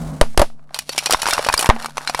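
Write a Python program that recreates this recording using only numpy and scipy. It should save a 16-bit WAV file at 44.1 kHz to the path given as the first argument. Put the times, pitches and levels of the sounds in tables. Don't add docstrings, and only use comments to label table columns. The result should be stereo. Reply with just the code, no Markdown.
import sys
import numpy as np
from scipy import signal
from scipy.fft import rfft, irfft, next_fast_len
from scipy.io import wavfile

SR = 44100
rng = np.random.default_rng(int(sys.argv[2]) if len(sys.argv) > 2 else 0)


def bounce(signal):
    frames = np.transpose(np.atleast_2d(signal))
    limited = np.clip(frames, -1, 1)
    pcm = np.round(limited * 32767).astype(np.int16)
    wavfile.write(sys.argv[1], SR, pcm)


def convert_level_to_amplitude(level_db):
    exponent = np.asarray(level_db, float) / 20
    return 10 ** exponent


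N = 97020


def rms_one(x):
    return x / np.sqrt(np.mean(x ** 2) + 1e-20)


def in_time(rows):
    s, *columns = np.transpose(rows)
    return [np.interp(np.arange(N) / SR, s, c) for c in columns]


def filtered(x, order, hz, kind):
    return signal.sosfilt(signal.butter(order, hz, kind, fs=SR, output="sos"), x)


def noise_around(hiss, hz):
    return rms_one(filtered(hiss, 2, [hz * .5, hz * 2], "band"))


def colour(x, points):
    size = next_fast_len(N + 4096)
    hz, db = np.transpose(points)
    f = np.arange(size // 2 + 1) * SR / size + 1
    spectrum_db = np.maximum(np.interp(np.log(f), np.log(hz), db), -70)
    cepstrum = irfft(spectrum_db * np.log(10) / 20, size)
    cepstrum[1:size // 2] *= 2
    cepstrum[size // 2 + 1:] = 0
    return irfft(rfft(x, size) * np.exp(rfft(cepstrum)), size)[:N]


def drift(rate):
    r = np.exp(-2 * np.pi * rate / SR)
    noise = rng.standard_normal(N + SR)
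    return rms_one(signal.lfilter([1], [1, -2 * r, r * r], noise)[SR:])


def dying(s, db, t60):
    clicks = np.zeros(N)
    np.add.at(clicks, (np.asarray(s) * SR).astype(int), convert_level_to_amplitude(db))
    return signal.lfilter([1], [1, -convert_level_to_amplitude(-60 / (t60 * SR))], clicks + 1e-18)


def ring(clicks, hz, t60):
    r, w = convert_level_to_amplitude(-60 / (t60 * SR)), 2 * np.pi * hz / SR
    return signal.lfilter([0, np.sin(w)], [1, -2 * r * np.cos(w), r * r], clicks + 1e-18)


def spikes(spread_db, rate=SR):
    sizes = convert_level_to_amplitude(spread_db * np.minimum(rng.exponential(1, N), 5)) * rng.choice([-1, 1], N)
    return rms_one(sizes * (rng.random(N) < rate / SR))


def burst(s, db, t60, points, tail_t60=0.09, tail_db=-20):
    grit = spikes(2)
    shape = dying(s, db, t60) + convert_level_to_amplitude(tail_db) * dying(s, db, tail_t60)
    return colour(grit * shape, points) / np.std(colour(grit, points))


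POP_TIMES = [.2123, .3755, .3946, .4168, 1.6906]
# (sweep level [dB], settled pitch [Hz], sweep t60 [s], hollow level [dB],
# crack level [dB], suction level [dB], suction t60 [s], pressure swing [Hz])
IMPLOSIONS = [(6.5, 607, 0.023, 2, -7.5, 4, 0.11, 1.4), (-1.5, 740, 0.024, -1.5, -8, -0.5, 0.26, 6.2),
              (4, 610, 0.021, -2.5, -11.5, 6, 0.05, 44), (-3, 560, 0.045, -3, -14, -22, 0.033, 4.1),
              (6.5, 880, 0.017, 4, -16, 17, 0.036, 21)]
# (pitch [Hz], relative level [dB], t60 [s])
HOLLOW_MODES = [(229, -21, 0.73), (396, 5.5, 0.027), (595, 14.5, 0.019), (790, -9.5, 0.075),
                (1150, -11, 0.031)]
# (frequency [Hz], relative level per Hz [dB])
GRIT_COLOUR = [(900, -33.5), (1600, -5.5), (2500, 2), (5100, 2), (6800, -3.5), (10600, -2), (14900, -22),
               (16500, -35)]


def pops():
    SWEEP_HZ, FALL_S, SWEEP_RISE_S = 1500, .0008, .0012
    RUSH_DB, RUSH_T60_S, SUCTION_RISE_S = -9.5, 0.079, .005
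    out, t = np.zeros(N), np.arange(SR // 2) / SR
    noise = rng.standard_normal((len(IMPLOSIONS), len(t)))
    waver = convert_level_to_amplitude(3 * drift(20))
    for at, row, hiss in zip(POP_TIMES, IMPLOSIONS, noise):
        db, hz, t60, hollow_db, _, suction_db, suction_t60, swing_hz = row
        pitch = hz + SWEEP_HZ * np.exp(-t / FALL_S)
        sweep = np.sin(2 * np.pi * np.cumsum(pitch) / SR) * convert_level_to_amplitude(db - 60 * t / t60)
        sweep = sweep * (1 - np.exp(-t / SWEEP_RISE_S))

        hit = hiss * convert_level_to_amplitude(-60 * t / 0.018)
        hollow = sum(convert_level_to_amplitude(mode_db) * ring(hit, f, d) for f, mode_db, d in HOLLOW_MODES)
        hollow = hollow / np.abs(hollow).max()
        rush = convert_level_to_amplitude(RUSH_DB - 60 * t / RUSH_T60_S) * noise_around(hiss, hz)

        suction = convert_level_to_amplitude(suction_db - 60 * t / suction_t60) * np.cos(2 * np.pi * swing_hz * t)
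        suction = suction * (1 - np.exp(-(t / SUCTION_RISE_S) ** 2))

        i = int(at * SR)
        body = convert_level_to_amplitude(hollow_db) * waver[i:i + len(t)] * (hollow + rush)
        out[i:i + len(t)] += (sweep + body - suction)[:N - i]
    crack_db = np.transpose(IMPLOSIONS)[4]
    return out + burst(POP_TIMES, crack_db, .022, GRIT_COLOUR, tail_t60=0.22, tail_db=-25.5)


# (time [s], crack level [dB], top treble level [dB], knock level [dB], knock pitch [Hz])
GLASS_CRACKS = [(0.7443, -13.5, -16.5, -27, 858), (0.789, -12, -9, -28.5, 846),
                (0.8928, -13, -16, -24, 535), (0.9283, -23.5, -35, -44, 800), (0.9793, -5, -9, -17.5, 765),
                (0.9876, -13, -13, -38, 1660), (1.026, -27, -42, -28, 840),
                (1.0591, -4.5, -10.5, -18, 1074), (1.069, -18, -21.5, -19, 807),
                (1.0966, -24.5, -34.5, -17.5, 750), (1.1079, -6.5, -5.5, -11.5, 1164),
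                (1.1161, -23, -19, -9, 1350), (1.1242, -4.5, -4, -21, 486), (1.1347, -5.5, -13, -12.5, 690),
                (1.2188, -9.5, -10, -29.5, 1150), (1.2306, -21, -15.5, -14.5, 894),
                (1.257, -16, -25, -10.5, 1445), (1.2664, -15.5, -26, -10.5, 940),
                (1.275, -13, -14, -16.5, 1010), (1.2862, -21, -14, -11.5, 990),
                (1.2947, -51, -12.5, -21, 830), (1.308, -6.5, -14, -39, 1730),
                (1.331, -23, -21.5, -9.5, 1340), (1.3345, -7, -8.5, -11.5, 1450),
                (1.3926, -19, -48, -13.5, 607), (1.4477, -12, -21, -18.5, 1320),
                (1.4642, -33.5, -22.5, -11.5, 580), (1.4682, -15, -24, -26.5, 1400),
                (1.4874, -10, -14, -5, 1030), (1.5263, -17.5, -14.5, -47, 1480),
                (1.5275, -15.5, -41, -18, 1620), (1.5397, -7, -6.5, -5, 1070), (1.5759, -23, -9, -23, 900),
                (1.5922, -7, -4.5, -15, 660), (1.5997, -32, -14, -26.5, 630), (1.6097, -16, -9, -20.5, 890),
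                (1.6264, -11.5, -11, -15, 757), (1.6443, -33.5, -18, -12, 920), (1.659, -12, -16, -16, 870),
                (1.6675, -25, -20.5, -17.5, 920), (1.824, -23.5, -25.5, -40, 770),
                (1.8451, -27, -26.5, -22, 886), (1.8588, -19, -19, -16, 1220), (1.9709, -17, -26, -21, 920),
                (1.98, -24.5, -25, -12.5, 1096), (2.0746, -12, -21, -16.5, 1490),
                (2.0885, -24, -42, -24, 950), (2.0962, -17.5, -20.5, -13, 740),
                (2.1469, -14.5, -18.5, -9, 1020), (2.1924, -15.5, -16.5, -13.5, 760)]
# (frequency [Hz], relative level per Hz [dB])
MAIN_COLOUR = [(880, -22.5), (1500, 10), (2060, 8), (2400, 7), (5690, 13), (6550, 0), (7500, 5), (9750, 3),
               (16500, -120)]
# (frequency [Hz], relative level per Hz [dB])
TREBLE_COLOUR = [(3820, -25.5), (6500, 11.5), (10400, 14.5), (15100, -3), (16000, -9.5), (16500, -28)]


def cracks():
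    s, crack_db, top_db, *_ = np.transpose(GLASS_CRACKS)
    main = burst(s, crack_db, .022, MAIN_COLOUR)
    top = burst(s, top_db, .018, TREBLE_COLOUR)
    return convert_level_to_amplitude(-5.5) * main + convert_level_to_amplitude(-7) * top


# (pitch [Hz], relative level [dB])
SHARD_MODES = [(2471, -12), (2955, -12.5), (3914, -18.5), (4447, -12.5), (5706, -14), (7106, -22)]


def rattling_shards():
    LEVEL_DB, SPREAD_DB, RATTLE_T60_S, RING_T60_S = -25, 4, .05, .04
    PITCH_STEP = .07
    s, crack_db, *_ = np.transpose(GLASS_CRACKS)
    chance = rng.standard_normal((len(s), len(SHARD_MODES)))
    size = rng.integers(-1, 2, len(s))
    out = np.zeros(N)
    for (hz, db), own in zip(SHARD_MODES, chance.T):
        grit = spikes(2)
        level_db = crack_db + LEVEL_DB + db + SPREAD_DB * own
        for k in (-1, 0, 1):
            shake = dying(s[size == k], level_db[size == k], RATTLE_T60_S)
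            out += ring(grit * shake, hz * (1 + PITCH_STEP * k), RING_T60_S)
    return out


# (time [s], level [dB], pitch [Hz], t60 [s])
SINGING_SHARDS = [(0.893, -21.5, 4447, 0.081), (1.5781, -6, 4850, .03)]


def pings():
    out = np.zeros(N)
    for at, db, hz, t60 in SINGING_SHARDS:
        click = dying([at], 0, 1 / SR)
        out += convert_level_to_amplitude(db) * ring(click, hz, t60)
    return out


# (time [s], relative level [dB], pitch [Hz])
DULL_KNOCKS = [(0.346, -38, 734), (0.501, -39, 730), (0.593, -44, 660), (.693, -42, 1230),
               (0.708, -36, 710), (0.764, -30.5, 940), (0.949, -32.5, 626), (1.1459, -4.5, 1036),
               (1.1904, -28.5, 750), (1.3802, -9, 1090), (1.4988, -11.5, 970), (1.6995, 2, 1077),
               (1.7075, -6.5, 815), (1.763, -20, 810), (1.776, -32, 910), (1.81, -40, 1010),
               (1.885, -32.5, 750), (2.0089, -27.5, 930)]


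def knocks():
    CYCLES = 14.84
    LEVEL_DB, NOISE_DB, PUSH_DB = 3.5, -4.5, -7.5
    blows = np.vstack([np.array(GLASS_CRACKS)[:, [0, 3, 4]], DULL_KNOCKS])
    t, out = np.arange(SR // 10) / SR, np.zeros(N)
    for (at, db, hz), hiss in zip(blows, rng.standard_normal((len(blows), len(t)))):
        i = int(at * SR)
        tone = np.sin(2 * np.pi * hz * t) + convert_level_to_amplitude(NOISE_DB) * noise_around(hiss, hz)
        knock = tone * convert_level_to_amplitude(LEVEL_DB + db - 60 * t * hz / CYCLES)
        out[i:i + len(t)] += knock[:N - i]
    push = filtered(dying(blows[:, 0], 2 * blows[:, 1], 0.03), 2, 100, "low")
    return filtered(out, 2, 180, "high") - convert_level_to_amplitude(PUSH_DB) * push


# (time [s], bright level [dB], dull level [dB])
GRINDING = [(.72, -73, -66), (.76, -35, -37), (.87, -52, -63), (.93, -38.5, -44.5), (1.13, -33.5, -35),
            (1.2, -34.5, -34.5), (1.3, -30.5, -28), (1.46, -33, -31.5), (1.64, -35, -28), (1.7, -44, -34.5),
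            (1.86, -41, -36), (1.93, -53.5, -52.5), (2.0, -44, -39), (2.2, -40.5, -40.5)]


def crunch():
    GRAINS_PER_S, GRAIN_DB, CLUMP_DB, TINKLE_DB = 2500, 3.5, 4, -8
    bright_db, dull_db = in_time(GRINDING)
    grains = spikes(GRAIN_DB, GRAINS_PER_S) * convert_level_to_amplitude(CLUMP_DB * drift(49))
    grit = rms_one(colour(grains, GRIT_COLOUR))
    tinkle = sum(convert_level_to_amplitude(db + CLUMP_DB * drift(10)) * ring(grains, hz, .04) for hz, db in SHARD_MODES)
    dull = rms_one(filtered(grains, 3, [550, 1600], "band"))
    return convert_level_to_amplitude(bright_db) * (grit + convert_level_to_amplitude(TINKLE_DB) * rms_one(tinkle)) + convert_level_to_amplitude(dull_db) * dull


# (time [s], relative level [dB])
HEARD_LEVEL = [(0, -35.5), (.15, -38), (.2, -42.5), (.33, -57), (.5, -59.5), (.65, -61.5), (.85, -59.5),
               (1.5, -56), (2.2, -59.5)]
# (multiple of the firing rate, relative level [dB])
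ENGINE_ORDERS = [(1, -4), (2, -6), (4, 10), (7, 1)]
# (frequency [Hz], relative level per Hz [dB])
RUMBLE_COLOUR = [(15, -32), (40, 11), (110, -9.5), (230, 5), (350, -11.5), (650, -5), (1500, -19),
                 (3000, -57)]


def engine():
    FIRING_HZ, WAVER_DB, SPEED_WAVER, RUMBLE_DB = 37, 2, .012, 5
    START_SHARE, SETTLE_S = .09, .12
    (heard_db,) = in_time(HEARD_LEVEL)
    speed = 1 + START_SHARE * np.exp(-np.arange(N) / SR / SETTLE_S) + SPEED_WAVER * drift(1.8)
    t = np.cumsum(speed) / SR
    hum = np.zeros(N)
    for k, db in ENGINE_ORDERS:
        tone = np.sin(2 * np.pi * (k * FIRING_HZ * t + rng.random()))
        hum += convert_level_to_amplitude(db + WAVER_DB * drift(5.8)) * tone
    rumble = rms_one(colour(rng.standard_normal(N), RUMBLE_COLOUR))
    return convert_level_to_amplitude(heard_db) * (hum + convert_level_to_amplitude(RUMBLE_DB) * rumble)


# (time [s], level [dB])
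HISS_LEVEL = [(0, -44.5), (.2, -52), (.33, -52.5), (.5, -78.5)]
# (frequency [Hz], relative level per Hz [dB])
AIR_COLOUR = [(880, -21.5), (1500, -1), (2120, -1), (2830, -6), (9100, -5.5), (16000, -21)]


def airy_hiss():
    (level_db,) = in_time(HISS_LEVEL)
    return convert_level_to_amplitude(level_db + 2.0 * drift(80)) * rms_one(colour(rng.standard_normal(N), AIR_COLOUR))


# (frequency [Hz], side relative to middle [dB])
SIDE_COLOUR = [(100, -45), (1500, -37), (4000, -29), (8000, -24), (13000, -14)]


def scene():
    mid = pops() + cracks() + rattling_shards() + pings() + knocks() + crunch() + engine() + airy_hiss()
    side = colour(np.roll(mid, 70), SIDE_COLOUR)
    return np.array([mid + side, mid - side])


def roll_off(x):
    return signal.sosfilt(signal.butter(12, 16800, fs=SR, output="sos"), x)


def record(dry):
    clipped = np.tanh(dry ** 3 / 3 + dry)
    mix = filtered(clipped, 2, 1.95, "high")
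    return roll_off(mix)


dry = scene()
out = record(dry)
bounce(out)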